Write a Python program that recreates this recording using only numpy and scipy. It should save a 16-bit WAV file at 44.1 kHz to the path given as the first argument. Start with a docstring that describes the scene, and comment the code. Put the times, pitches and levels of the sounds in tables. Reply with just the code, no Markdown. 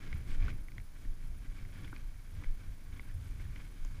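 """At the hood of a snowmobile, a gloved hand sweeps snow away, heard from a body-worn camera in a case.
Stick-slip friction crushes the grains into soft scuffs, coloured by the resonances of the closed case,
and loose powder swishes off. Crust scratches the plastic, hard contacts tick and the hood rings hollow.
Body movement and air on the case make a low rumble, over the hiss and faint whine of the electronics."""
import sys
import numpy as np
from scipy import signal
from scipy.fft import rfft, irfft
from scipy.io import wavfile
from scipy.ndimage import uniform_filter1d

SR = 44100
rng = np.random.default_rng(int(sys.argv[2]) if len(sys.argv) > 2 else 0)


def int16_out(signal):
    """Quantize to a 16-bit WAV file."""
    q = np.round(np.clip(np.atleast_2d(signal).T, -1, 1) * 32767)
    wavfile.write(sys.argv[1], SR, q.astype(np.int16))


N = 176400
TIME = np.arange(N) / SR

# strokes of the glove: (strongest at t/s, rise/s, fall/s, scuff level/dB, swish level/dB)
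GLOVE_STROKES = [(.04, 0.42, 0.096, -56, -72), (.135, 0.055, 0.095, -56, -81),
                 (0.305, 0.051, 0.046, -56, -60), (0.347, 0.029, 0.028, -56.5, -60),
                 (.44, 0.05, 0.1, -53, -82), (0.494, 0.017, 0.021, -50.5, -66),
                 (.54, 0.061, 0.12, -64, -91), (1.02, 0.064, 0.057, -63, -64),
                 (1.25, 0.042, 0.051, -65, -66), (1.45, 0.14, 0.08, -64.5, -73),
                 (1.6, 0.11, 0.057, -65, -69), (1.83, 0.19, 0.26, -58.5, -69),
                 (2.435, 0.22, 0.096, -62, -69), (2.62, 0.13, 0.15, -63.5, -69),
                 (2.975, 0.087, 0.14, -61.5, -71), (3.26, 0.068, 0.074, -62, -63),
                 (3.42, 0.1, 0.061, -63.5, -66), (3.59, 0.099, 0.084, -57.5, -67.5),
                 (3.95, 0.36, 0.19, -64, -66.5)]
# resonances of the case: (f/Hz, bandwidth/Hz, gain/dB)
CASE_MODES = [(1172, 97, -9), (1585, 286, -2), (2216, 200, -1), (3040, 390, -14), (4650, 370, -22)]
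# spectra of the scuff between those resonances, the powder and its fine spray: (f/Hz, gain/dB)
SCUFF_SPECTRUM = [(100, 4), (280, 6), (420, -7.5), (750, -17), (2000, -6), (4000, -40.5), (7000, -19)]
SWISH_SPECTRUM = [(500, -68), (2000, -2), (3400, 3.5), (5000, -1), (6700, -7.5), (8500, 14)]
SPRAY_SPECTRUM = [(4500, -8), (7000, 5.5), (9500, -9.5), (13000, -5)]
# crust dragged over the plastic: (strongest at t/s, half length/s, level/dB, f/Hz)
CRUST_SCRATCHES = [(0.319, 0.0057, -58, 2420), (0.467, 0.011, -56, 2170), (0.497, 0.017, -54, 2230),
                   (0.963, .012, -63.5, 1620), (1.053, 0.0089, -64, 1810), (1.459, 0.009, -65, 2100),
                   (1.597, 0.014, -61, 2180), (3.098, 0.021, -62, 1630), (3.445, 0.016, -63.5, 1650)]
# hard contacts: (t/s, peak level of the ring/dB, f/Hz, crack relative to the ring/dB)
CONTACTS = [(0.1283, -37, 2070, -11), (0.347, -47, 1570, -14), (0.4244, -43, 2220, -20),
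            (0.4816, -38.5, 1440, -14), (0.684, -45, 2040, -11), (0.7185, -50, 2150, -7),
            (0.7811, -40.5, 2070, -10), (0.8, -51, 2110, -9), (1.6514, -51, 2060, -12),
            (1.8465, -45.5, 3160, -19), (1.878, -47, 2120, -11), (1.928, -41, 1500, -32),
            (1.9629, -42, 2200, -9), (2.437, -46.5, 2130, -7), (2.4431, -43, 2120, -10),
            (2.9952, -39, 2060, -17), (3.3986, -50.5, 2020, -15), (3.561, -43.5, 2150, -11),
            (3.602, -50, 2280, -12), (3.849, -40.5, 6700, -18)]
# partials of a contact's ring: (frequency ratio, gain/dB)
CONTACT_PARTIALS = [(.72, -7), (0.953, 0), (1.058, 3.5)]
# knocks on the hood: (t/s, level/dB)
HOOD_KNOCKS = [(0.4797, -44.5), (1.9289, -43), (2.424, -48.5), (2.441, -52)]
# modes of the hood: (f/Hz, gain/dB, time constant/s)
HOOD_MODES = [(291, -5, 0.0027), (540, -8.5, 0.0015), (843, -13, .001), (1073, -0.5, 0.00069)]
# jolts of the arm: (t/s, envelope peak/dB, f/Hz, rise/cycles)
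ARM_JOLTS = [(0.147, -28.5, 68, 0.3), (0.377, -27, 23.2, 0.95), (0.421, -32.5, 75, 0.98),
             (1.066, -27.5, 18.7, 0.6), (1.481, -34, 31, 0.39), (2.4, -38, 52, 0.31),
             (2.462, -22.5, 20, 0.53), (3.142, -36.5, 81, 0.85), (3.788, -30.5, 18.1, 0.68)]
# buffets of air and movement on the case: (strongest at t/s, half length/s, level/dB)
CASE_BUFFETS = [(0.12, .06, -35.5), (0.33, 0.036, -29), (0.424, 0.089, -29), (0.595, 0.081, -37.5),
                (1.28, 0.073, -36.5), (1.634, .035, -39), (2.064, 0.046, -36.5), (2.694, 0.042, -40),
                (3.117, 0.042, -39), (3.312, 0.021, -39.5), (3.517, 0.1, -41.5), (3.902, 0.057, -37)]
# course of the soft handling noise and of clothing rubbing on the case: (t/s, level/dB)
HANDLING_CONTOUR = [(0.0, -55), (0.15, -40.5), (0.36, -47.5), (0.43, -40), (.53, -42), (0.66, -56.5),
                    (0.8, -44.5), (0.9, -61.5), (1.08, -47), (1.18, -54), (1.27, -49), (1.68, -49),
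                    (1.88, -46.5), (2.02, -51), (2.26, -57), (2.39, -41.5), (2.56, -55.5), (2.69, -44.5),
                    (2.8, -58.5), (2.92, -44.5), (3.06, -53.5), (3.16, -42), (3.36, -47), (3.46, -41),
                    (3.55, -47.5), (3.75, -56), (4.0, -43.5)]
CLOTHING_CONTOUR = [(0, -59.5), (.15, -59.5), (.36, -58), (.45, -51), (.62, -62), (.78, -62), (.92, -69.5),
                    (1.06, -59.5), (1.18, -66), (1.92, -58.5), (2.2, -72.5), (2.422, -59.5), (2.82, -67),
                    (2.98, -63), (4, -63.5)]
# spectra of the buffets, the handling and the clothing: (f/Hz, gain/dB)
BUFFET_SPECTRUM = [(10, -4), (18, 11.5), (28, 5), (40, -7.5), (55, -11.5), (80, -31), (160, -77)]
HANDLING_SPECTRUM = [(30, 6.5), (62, -1), (94, 3.5), (125, -5), (160, -12), (200, -23), (300, -40)]
CLOTHING_SPECTRUM = [(150, 4.5), (200, 0.5), (280, -1), (380, -10.5), (600, -15.5), (1200, -34)]
# spectra of the electronic hiss and fizz: (f/Hz, gain/dB)
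HISS_SPECTRUM = [(200, 6), (700, 7.5), (1500, 5.5), (2800, 0), (5000, 0.5), (6600, 0), (8000, -4),
                 (9200, -3.5), (11200, -3), (13000, -6.5), (15200, -8.5)]
FIZZ_SPECTRUM = [(6000, -30), (8200, -10), (9100, -2), (9800, -3), (11200, 0), (12500, -6), (15000, -14)]
# tones of the electronic whine: (f/Hz, rms level/dB)
WHINE_TONES = [(9000, -92.5), (10025, -89), (11000, -87), (12000, -92), (12527, -100), (15045, -86)]


def sweeps(rustle_db=-69, spray_gain_db=-13.5, stick_db=1.74, stick_hz=28):
    """Stick-slip friction: the glove's noise follows its pressure. Returns the scuff and fine spray."""
    scuff_power, swish_power = from_db(rustle_db) ** 2, 0  # clothing rustles on between strokes
    for at, rise, fall, scuff_db, swish_db in GLOVE_STROKES:
        pressure = np.exp(-np.abs((TIME - at) / np.where(TIME < at, rise, fall)) ** 1.72)
        scuff_power += (from_db(scuff_db) * pressure) ** 2
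        swish_power += (from_db(swish_db) * pressure) ** 2
    crunch = np.sqrt(scuff_power) * unit_rms(case(friction()) + colour(friction(), SCUFF_SPECTRUM))
    powder = np.sqrt(swish_power) * unit_rms(colour(friction(), SWISH_SPECTRUM))
    spray = from_db(spray_gain_db) * np.sqrt(swish_power) * noise(SPRAY_SPECTRUM)
    sticking = from_db(stick_db * drift(stick_hz))
    return sticking * (crunch + powder), spray


def friction(grains_per_s=1200, spread_db=2, rub_share=0.6):
    """Shot noise: crushed grains give random impulses of uneven size on top of smooth rubbing."""
    sizes = from_db(spread_db * np.minimum(rng.exponential(1, N), 4)) * rng.choice([-1, 1], N)
    grains = unit_rms(sizes * (rng.random(N) < grains_per_s / SR))
    return grains + rub_share * rng.standard_normal(N)


def case(x):
    """Resonance: the broad modes of the case filter the sound in parallel."""
    return sum(from_db(db) * resonate(x, hz, width) for hz, width, db in CASE_MODES)


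def scratches(slips_per_s=700, spread_db=1, width_hz=330):
    """Impulse excitation: dragged crust drives a resonance with a quick run of uneven slips."""
    out, t = np.zeros(N), TIME[:SR // 8]
    middle = t.mean()
    for at, half, db, hz in CRUST_SCRATCHES:
        slips = rng.random(len(t)) < slips_per_s / SR
        sizes = from_db(spread_db * rng.standard_normal(len(t))) * rng.choice([-1, 1], len(t))
        pressure = np.exp(-((t - middle) / half) ** 2)
        ring = unit_rms(resonate(slips * sizes * pressure + 1e-18, hz, width_hz))
        add(out, at - middle, from_db(db) * np.sqrt(np.mean(pressure ** 2)) * ring)
    return out


def ticks(rise_cycles=2.14, slip_cycles=2.6, slip_share=0.35, scatter=0.017, crack_s=0.00059):
    """Impact: a hard contact lands with a rough crack and slips again, ringing for a few cycles."""
    out, t = np.zeros(N), TIME[:SR // 40]
    band = signal.butter(1, [900, 4200], "band", fs=SR, output="sos")
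    for at, db, hz, crack_db in CONTACTS:
        cycles = t * hz
        landing = swell(cycles / rise_cycles)
        slip = slip_share * swell(np.maximum(cycles - slip_cycles, 0) / rise_cycles)
        phase = 2 * np.pi * (cycles - rise_cycles)
        cluster = sum(from_db(gain_db) * np.sin(phase * ratio * (1 + scatter * rng.standard_normal()))
                      for ratio, gain_db in CONTACT_PARTIALS)
        ring = (landing + slip) * cluster
        grit = signal.sosfilt(band, signal.sosfilt(band, rng.standard_normal(len(t))))
        crack = from_db(crack_db) * unit_rms(grit) * swell(t / crack_s)
        add(out, at, from_db(db) * (ring / np.abs(ring).max() + crack))
    return out


def knocks(tick_coupling_db=-11.5):
    """Damped modes: the snow-laden plastic hood rings briefly at each knock and faintly at each tick."""
    out, t = np.zeros(N), TIME[:SR // 10]
    ring = sum(from_db(db) * swell(t / tau) * np.sin(2 * np.pi * hz * t) for hz, db, tau in HOOD_MODES)
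    for at, db in HOOD_KNOCKS:
        add(out, at, from_db(db) * ring)
    for at, db, _, _ in CONTACTS:
        add(out, at, from_db(db + tick_coupling_db) * ring)
    return out


def bumps():
    """Heavily damped oscillation: jolts of the arm reach the case as dull thuds."""
    out, t = np.zeros(N), TIME[:SR // 3]
    for at, db, hz, rise_cycles in ARM_JOLTS:
        add(out, at, -from_db(db) * swell(t * hz / rise_cycles) * np.sin(2 * np.pi * hz * t))
    return out


def rumble(calm_db=-45):
    """Incoherent sources add in power: deep buffets, soft handling and clothing rubbing on the case."""
    power = from_db(calm_db) ** 2
    for at, half, db in CASE_BUFFETS:
        power += (from_db(db) * np.exp(-((TIME - at) / half) ** 2)) ** 2
    buffets = np.sqrt(power) * even_noise(BUFFET_SPECTRUM)
    handling = contour(HANDLING_CONTOUR) * even_noise(HANDLING_SPECTRUM)
    clothing = contour(CLOTHING_CONTOUR) * even_noise(CLOTHING_SPECTRUM)
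    return buffets + handling + clothing


def electronics(hiss_db=-68, fizz_db=-74.5, pulse_hz=29.97, duty=0.61):
    """Self-noise of the circuits: steady hiss, a high pulsing fizz and faint tones wavering in level."""
    whine = sum(from_db(db - 1.5 * drift(8.9)) * np.sqrt(2) * np.sin(2 * np.pi * hz * TIME)
                for hz, db in WHINE_TONES)
    hiss = from_db(hiss_db) * noise(HISS_SPECTRUM)
    gate = (TIME * pulse_hz - 0.07) % 1 < duty
    fizz = from_db(fizz_db + 2.5 * drift(9)) * gate * noise(FIZZ_SPECTRUM)
    return hiss + fizz + whine


def resonate(x, hz, width):
    """Two-pole resonator with unit gain at its peak."""
    r = np.exp(-np.pi * width / SR)
    feedback = [1, -2 * r * np.cos(2 * np.pi * hz / SR), r * r]
    return signal.lfilter(np.array([1, 0, -1]) * (1 - r * r) / 2, feedback, x)


def colour(x, spectrum):
    """Spectral shaping by (f/Hz, gain/dB) points, falling 18 dB an octave beyond both ends."""
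    hz, db = np.transpose(spectrum)
    f = np.maximum(np.arange(N // 2 + 1) * SR / N, 1)
    skirts = np.minimum(1, np.minimum(f / hz[0], hz[-1] / f)) ** 3
    return irfft(rfft(x) * skirts * from_db(np.interp(np.log(f), np.log(hz), db)), N)


def noise(spectrum):
    """Coloured Gaussian noise of unit rms."""
    return unit_rms(colour(rng.standard_normal(N), spectrum))


def even_noise(spectrum, window_s=0.0507):
    """Coloured noise divided by its running rms, so that it keeps its strength."""
    x = noise(spectrum)
    return x / np.sqrt(uniform_filter1d(x * x, int(window_s * SR)) + 1e-6)


def drift(corner_hz):
    """Slow random fluctuation: low-passed noise of unit rms."""
    f = np.arange(N // 2 + 1) * SR / N
    return unit_rms(irfft(rfft(rng.standard_normal(N)) / (1 + (f / corner_hz) ** 2), N))


def swell(u):
    """Critically damped response: rises to one at u = 1, then dies away."""
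    return u * np.exp(1 - u)


def contour(points):
    """Amplitude envelope through (t/s, level/dB) points."""
    return from_db(np.interp(TIME, *np.transpose(points)))


def from_db(db):
    """Decibels to amplitude ratio."""
    return 10 ** (np.asarray(db) / 20)


def unit_rms(x):
    """Normalisation to unit mean power."""
    return x / np.sqrt(np.mean(x ** 2) + 1e-20)


def add(out, at, sound):
    """Superposition of a short sound, starting at a time in seconds."""
    start = max(int(at * SR), 0)
    out[start:start + len(sound)] += sound[:N - start]


def scene(case_cutoff_hz=6400):
    """Transmission loss: the case dulls the sounds on the hood; spray, rumble and hiss add to them."""
    scuff, spray = sweeps()
    case_wall = signal.butter(4, case_cutoff_hz, fs=SR, output="sos")
    glove = signal.sosfilt(case_wall, scuff + scratches() + ticks() + knocks())
    return (glove + spray + bumps() + rumble() + electronics())[None]


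def record(dry, fade_s=0.004, cutoff_hz=15300):
    """Band limiting: a steep low-pass cuts the highest treble, and both ends fade briefly."""
    fade = np.minimum(1, np.minimum(TIME, TIME[::-1]) / fade_s)
    return signal.sosfilt(signal.ellip(12, 0.1, 80, cutoff_hz, fs=SR, output="sos"), dry * fade)


dry = scene()
out = record(dry)
int16_out(out)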